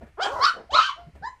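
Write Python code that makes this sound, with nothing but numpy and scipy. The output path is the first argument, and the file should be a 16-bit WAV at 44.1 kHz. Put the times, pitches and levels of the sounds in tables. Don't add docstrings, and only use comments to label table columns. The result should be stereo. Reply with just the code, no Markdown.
import sys
import numpy as np
from scipy import signal
from scipy.fft import rfft, irfft, next_fast_len
from scipy.io import wavfile
from scipy.ndimage import uniform_filter1d, minimum_filter1d

SR = 44100
rng = np.random.default_rng(int(sys.argv[2]) if len(sys.argv) > 2 else 0)


def transcribe(signal):
    frames = np.atleast_2d(signal).T
    limited = np.clip(frames, -1, 1)
    pcm = np.round(limited * 32767).astype(np.int16)
    wavfile.write(sys.argv[1], SR, pcm)


N = 61739

# frequency in Hz, gain in dB.
ROOM_TONE = [(20, -13.5), (60, -2.5), (110, -13.5), (250, -28.5), (450, -29), (700, -32.5), (1200, -29.5),
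             (2200, -28), (3500, -39.5), (9000, -46.5), (15000, -59)]
THUD_RUSTLE = [(25, -28), (70, -1), (130, -5), (300, -15), (600, -23), (2000, -62.5)]
SCUFF_COLOUR = [(100, -17.5), (250, 2), (650, 9.5), (950, -6), (1600, -11), (3000, -34.5), (8000, -45.5),
                (15000, -57.5)]
SIDE_COLOUR = [(100, -2.5), (300, -2.5), (700, -1.5), (1200, 0)]
# left delay in ms, right delay in ms, gain.
ECHOES = [(2.3, 2.9, 0.25), (6.4, 0.63, 0.037), (10.7, 16, 0.25), (17.3, 12, 0.23)]
# frequency in Hz, seconds for the lingering sound to fade by 60 dB, relative level in dB.
TAIL = [(150, 0.67, 3.5), (493, 1, -9.5), (1200, 0.31, 4.5), (2400, 0.3, 9), (4950, 0.94, -16.5),
        (8930, 0.36, 8.5)]
RINGS = [(3027, 0.3, -19.5)]
# time of the peak in seconds, pitch in Hz, level in dB, swell time in seconds.
THUDS = [(0.03, 68.1, -48, 0.077), (.038, 225, -41, 0.012), (0.344, 68.7, -41.5, 0.011),
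         (0.395, 100.3, -46, 0.018), (0.738, 66, -40, 0.028), (0.999, 65.7, -61, 0.024),
         (1.049, 63.6, -49, 0.046), (1.085, 156, -39.5, 0.017), (1.175, 72.4, -42.5, 0.039),
         (1.218, 162, -48, 0.018), (1.276, 66.1, -53, 0.043)]
# start in seconds, relative level in dB, fade time in seconds, treble boost in dB.
SCUFFS = [(0.009, -41, 0.015, 8.5), (0.026, -40, 0.0083, 7.5), (0.063, -49.5, 0.012, 17),
          (0.534, -44, 0.012, -22), (0.558, -38, 0.028, -13), (0.582, -39, 0.02, -42.5),
          (1.149, -46, 0.01, 19.5), (1.209, -55.5, 0.041, 0)]
# time in seconds, pitch in Hz, relative level in dB,
# treble boost in dB, roughness from 0 to 1.
LOW_YAP = [(.176, 330, -42.5, -24, 0.09), (.187, 395.1, -35, -21.5, 0.16), (.195, 449.6, -32, -21, 0),
           (.200, 644.5, -24, -23.5, 0.22), (.205, 690, -24, -21.5, 0.25), (.209, 712, -26, -5, 0.25),
           (.220, 750, -24, -4, 0.19), (.236, 812, -26.5, 11.5, 0.2), (.243, 791.3, -27, 2, 0.58),
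           (.266, 773.5, -24.5, -8, 0.83), (.272, 750, -35, -4.5, 0.65)]
GRUMBLE = [(.268, 344.3, -28.5, 0.0057, 0.041), (.282, 388.5, -26.5, 0.01, 0.057),
           (.302, 492.2, -33, 0, 0.34), (.322, 557.2, -25, 0.016, 0.13), (.345, 579.2, -33, 0.0056, 0.8),
           (.381, 671.3, -34.5, 0, 0.85), (.395, 530.2, -24, 0, 0.19), (.435, 455.5, -38, 0, 1)]
SHRILL_YAP = [(.348, 920, -40, -17.5, 0.28), (.366, 1044, -28.5, -35.5, 0.042),
              (.392, 919.7, -39, -21.5, 0.55), (.412, 1023, -21, -6.5, 0.076),
              (.430, 1121, -14.5, -4.5, 0.15), (.445, 1219, -16.5, 3, 0.38), (.456, 1284, -17.5, 12, 0.19),
              (.463, 1374, -10.5, -10.5, 0.16), (.474, 1501, -24.5, 10, 0.08),
              (.486, 1499, -25.5, 12.5, 0.13), (.495, 1361, -19.5, 1.5, 0.22), (.509, 1334, -29, -22, 0.5)]
LOUD_YAP = [(.697, 658, -48.5, -26.5, 0.047), (.708, 797, -37.5, 10, 0.078),
            (.717, 917.6, -36.5, 9.5, 0.079), (.729, 979.6, -35.5, 18, 0.14),
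            (.737, 1062, -16.5, 0.5, 0.079), (.749, 1265, -10, 0.5, 0.057), (.760, 1409, -13, -1.5, 0.06),
            (.772, 1455, -18.5, 5.5, 0.088), (.785, 1280, -7, -6, 0.021), (.793, 1245, -10.5, -14.5, 0.11)]
LOUD_YAP_UNDERTONE = [(.722, 579.6, -31.5, -10, 0.4), (.738, 574, -40, -7, 1),
                      (.752, 600, -24, -10.5, 0.28), (.768, 611, -31.5, -0.5, 0.074)]
LONG_YAP = [(.762, 994, -22, -18, 0.35), (.796, 1070, -19, -1, 0.65), (.812, 1260, -15, -8, 0.22),
            (.821, 1370, -23, 5, 0.22), (.833, 1540, -23, 3, 0.2), (.855, 1590, -27, 4, 0.22),
            (.874, 1500, -36, 11, .3), (.879, 1190, -24, -6, .05), (.898, 1040, -26.5, -4, 0.04),
            (.912, 880, -38, 2, 0.06)]
WHIMPER = [(.966, 645.4, -53.5, 0, 0.33), (.99, 712.7, -43, 0, 0.41), (1.035, 696.5, -49.5, 0.0095, 0.18),
           (1.06, 681, -61, 0, 0.31)]
SMALL_YAP = [(1.227, 750, -38.5, 1, 0.22), (1.236, 823, -32.5, 0, .1), (1.249, 900, -25, -3, 0.048),
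             (1.265, 1003, -29, 4.5, 0.035), (1.278, 1006, -19, -9, 0.027), (1.290, 1036, -38, 11, .08)]
# frequency in Hz, gain in dB.
LOW_THROAT = [(250, -36), (400, 2), (750, -0.5), (1100, 1.5), (1480, -3), (1850, -13.5), (2600, -19),
              (3250, -6), (4000, -17), (4850, -10.5), (5800, -21), (7400, -19), (10000, -38), (15000, -69)]
GRUMBLE_THROAT = [(200, -29), (400, -7.5), (700, -0.5), (1100, -6.5), (1400, -5), (1800, -41), (3000, -42),
                  (4400, -23), (7000, -37.5), (15000, -58)]
SHRILL_THROAT = [(300, -22.5), (700, -19.5), (1050, 0.5), (1450, -1), (1800, -7.5), (2500, -26),
                 (3000, -16.5), (3450, -18), (4400, -14.5), (5400, -14), (6200, -30.5), (8500, -36.5),
                 (15000, -71)]
LOUD_THROAT = [(400, -46), (650, 10), (1050, 0), (1450, -1.5), (1900, -6), (2650, -19.5), (3200, -11),
               (4300, -13.5), (5500, -8.5), (8500, -39), (10500, -48.5), (15000, -77)]
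LONG_THROAT = [(450, -44.5), (750, -27.5), (980, 1.5), (1580, -4.5), (2000, -18), (2450, -14.5),
               (3150, -1.5), (3700, -4.5), (4700, -1.5), (6200, -19), (8500, -38.5), (15000, -69)]
CLOSED_THROAT = [(200, -20.5), (380, 0), (650, 0), (950, 0), (2000, -24), (15000, -55.5)]
SMALL_THROAT = [(300, -20), (750, -0.5), (1000, -5.5), (1700, -3), (2050, -24.5), (2700, -47),
                (3900, -20.5), (5000, -17.5), (6200, -32), (7500, -29), (10000, -77), (15000, -72.5)]
# movement table, throat table, left over right in dB,
# left delay in ms, echo in dB, share of half-pitch tones, mouth resonance in Hz, its boost in dB,
# top of the clear overtones in Hz.
VOICE_SOUNDS = [(LOW_YAP, LOW_THROAT, 0.44, 0.032, -5, 0.17, 8300, 0.68, 6500),
                (GRUMBLE, GRUMBLE_THROAT, -1.2, 0.14, -1.4, 0.81, 2600, 0.95, 7500),
                (SHRILL_YAP, SHRILL_THROAT, 1.3, 0.0092, -3.5, 1, 4980, 8.2, 8000),
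                (LOUD_YAP, LOUD_THROAT, 1.1, 0.271, -5, 0.44, 4470, 9.9, 4660),
                (LOUD_YAP_UNDERTONE, CLOSED_THROAT, -1.6, 0.096, -12.5, .3, 600, 0, 6000),
                (LONG_YAP, LONG_THROAT, -8, 0.286, -2.5, 0.78, 10000, 1.3, 2970),
                (WHIMPER, CLOSED_THROAT, 0, 0.07, -2.9, 0.11, 3300, 3.4, 6000),
                (SMALL_YAP, SMALL_THROAT, 0.53, 0.058, -5, 0.125, 1800, 0, 9300)]

TOP_HZ = 15000
FREQS = np.arange(N // 2 + 1) * SR / N


def undb(db):
    return 10 ** (np.asarray(db) / 20)


def unit(x):
    return x / np.sqrt(np.mean(x ** 2) + 1e-18)


def gain_at(points, hz):
    f, db = np.array(points, float).T
    return undb(np.interp(np.log(hz + 1), np.log(f), db))


def colour(x, points):
    return irfft(rfft(x) * gain_at(points, FREQS), N)


def noise(points):
    return unit(colour(rng.standard_normal(N), points))


def treble_share(hz):
    return 1 / (1 + (2200 / (hz + 1)) ** 6)


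def brighten(x, treble_db):
    treble = irfft(rfft(x) * treble_share(FREQS), N)
    return x + (undb(treble_db) - 1) * treble


def wander(rate):
    return unit(irfft(rfft(rng.standard_normal(N)) / (1 + (2 * FREQS / rate) ** 2), N))


def delay(x, ms):
    size = next_fast_len(N + 4096)
    hz = np.arange(size // 2 + 1) * SR / size
    return irfft(rfft(x, size) * np.exp(-2j * np.pi * hz * ms / 1000), size)[:N]


def room_tone():
    middle, side = noise(ROOM_TONE), noise(ROOM_TONE)
    return undb(-58.5) * (middle + 0.51 * np.array([side, -side]))


def room_echoes(x):
    size = 32768
    t, f = np.arange(size) / SR, np.arange(size // 2 + 1) * SR / size
    hiss = rfft(rng.standard_normal((2, size)))
    centres = np.log([row[0] for row in TAIL])
    onset = np.clip(t / 0.0041 - .5, 0, 1)
    quick_drop = 8.1 * 1000 ** (-t / 0.2)
    tail = 0
    for this_band, (_, fade_s, db) in zip(np.eye(len(TAIL)), TAIL):
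        band = irfft(hiss * np.interp(np.log(f + 1), centres, this_band))
        fade = (1000 ** (-t / fade_s) + quick_drop) * onset
        tail = tail + undb(db) * band * fade / np.sqrt(np.sum(fade ** 2))
    for hz, fade_s, db in RINGS:
        ring = 1000 ** (-t / fade_s) * np.sin(2 * np.pi * (hz * t + rng.random((2, 1))))
        tail = tail + undb(db) * unit(ring) / np.sqrt(size)
    early = sum(gain * np.array([delay(x, left), delay(x, right)]) for left, right, gain in ECHOES)
    return early + signal.fftconvolve(x[None], tail, axes=1)[:, :N]


def paw_thuds(t):
    thuds, weight = 0, 0
    for peak, hz, db, swell_s in THUDS:
        press = undb(db) * np.exp(-((t - peak) / swell_s) ** 2)
        thuds += press * np.sin(2 * np.pi * hz * (t - peak) + rng.uniform(0, 2 * np.pi))
        weight += press
    return thuds + undb(-9.5) * weight * noise(THUD_RUSTLE)


def scuffs(t):
    out, rise_s = 0, 0.012
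    for start, db, fade_s, treble_db in SCUFFS:
        age = np.maximum(t - start, 0)
        burst = (1 - np.exp(-age / rise_s)) * np.exp(-age / fade_s)
        out += undb(db) * burst * brighten(noise(SCUFF_COLOUR), treble_db)
    return 2 * out


def yap(t, curve, throat, half_share, mouth_hz, mouth_db, clear_hz):
    times, *columns = np.array(curve, float).T
    hz, db, treble_db, rough = (np.interp(t, times, column) for column in columns)
    attack_s, release_s, mouth_width_hz = .003, .005, 450
    before, after = np.maximum(times[0] - t, 0), np.maximum(t - times[-1], 0)
    fade = np.exp(-(before / attack_s) ** 2 - (after / release_s) ** 2)
    shaky_hz = hz * (1 + 0.0845 * rough * wander(870))
    phase = 2 * np.pi * np.cumsum(shaky_hz) / SR
    on, tone = fade > 1e-4, np.zeros(N)
    effort_db = db[on] - db.max()
    resonance_hz = mouth_hz * 2 ** (.02 * effort_db)
    for multiple in np.arange(1, 49) / 2:
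        f = multiple * hz[on]
        treble = treble_share(f)
        strength = gain_at(throat, f) * (1 + (undb(treble_db[on]) - 1) * treble)
        strength *= (f < TOP_HZ) / np.sqrt(1 + (f / clear_hz) ** 12)
        strength *= undb(0.21 * effort_db * np.log2(max(multiple, 1)))
        if multiple % 1:
            strength *= half_share * rough[on] * (1 + 0.87 * treble)
        mouth = undb(mouth_db / (1 + ((f - resonance_hz) / mouth_width_hz) ** 4))
        tone[on] += strength * mouth * np.sin(multiple * phase[on] + rng.uniform(0, 2 * np.pi))
    puffs = rng.standard_normal(N) * (1 + np.cos(phase))
    rasp = brighten(unit(colour(puffs, throat)), treble_db + 2.5)
    air = signal.sosfilt(signal.butter(4, clear_hz, "high", fs=SR, output="sos"), rasp)
    flutter = 1 + rough * wander(180)
    return fade * undb(db) * (tone * flutter + 0.7 * rough * rasp + 0.3 * air)


def puppies(t):
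    out = 0
    for curve, throat, pan_db, lag_ms, echo_db, *voice_settings in VOICE_SOUNDS:
        voice = yap(t, curve, throat, *voice_settings)
        direct = np.array([delay(voice, lag_ms) * undb(pan_db / 2), voice * undb(-pan_db / 2)])
        out += direct + undb(echo_db) * room_echoes(voice)
    return out


def scene():
    t = np.arange(N) / SR
    rubs = scuffs(t)
    return puppies(t) + rubs + undb(-1.5) * room_echoes(rubs) + paw_thuds(t) + room_tone()


def record(dry):
    middle = (dry[0] + dry[1]) / 2
    side = colour((dry[0] - dry[1]) / 2, SIDE_COLOUR)
    pair = np.array([brighten(middle + side, 1.25), brighten(middle - side, -1.25)])
    safe_gain = np.minimum(1, .84 / (np.abs(pair).max(axis=0) + 1e-9))
    limiter = uniform_filter1d(minimum_filter1d(safe_gain, 221), 221)
    return signal.sosfilt(signal.ellip(8, .2, 70, TOP_HZ, fs=SR, output="sos"), pair * limiter)


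dry = scene()
out = record(dry)
transcribe(out)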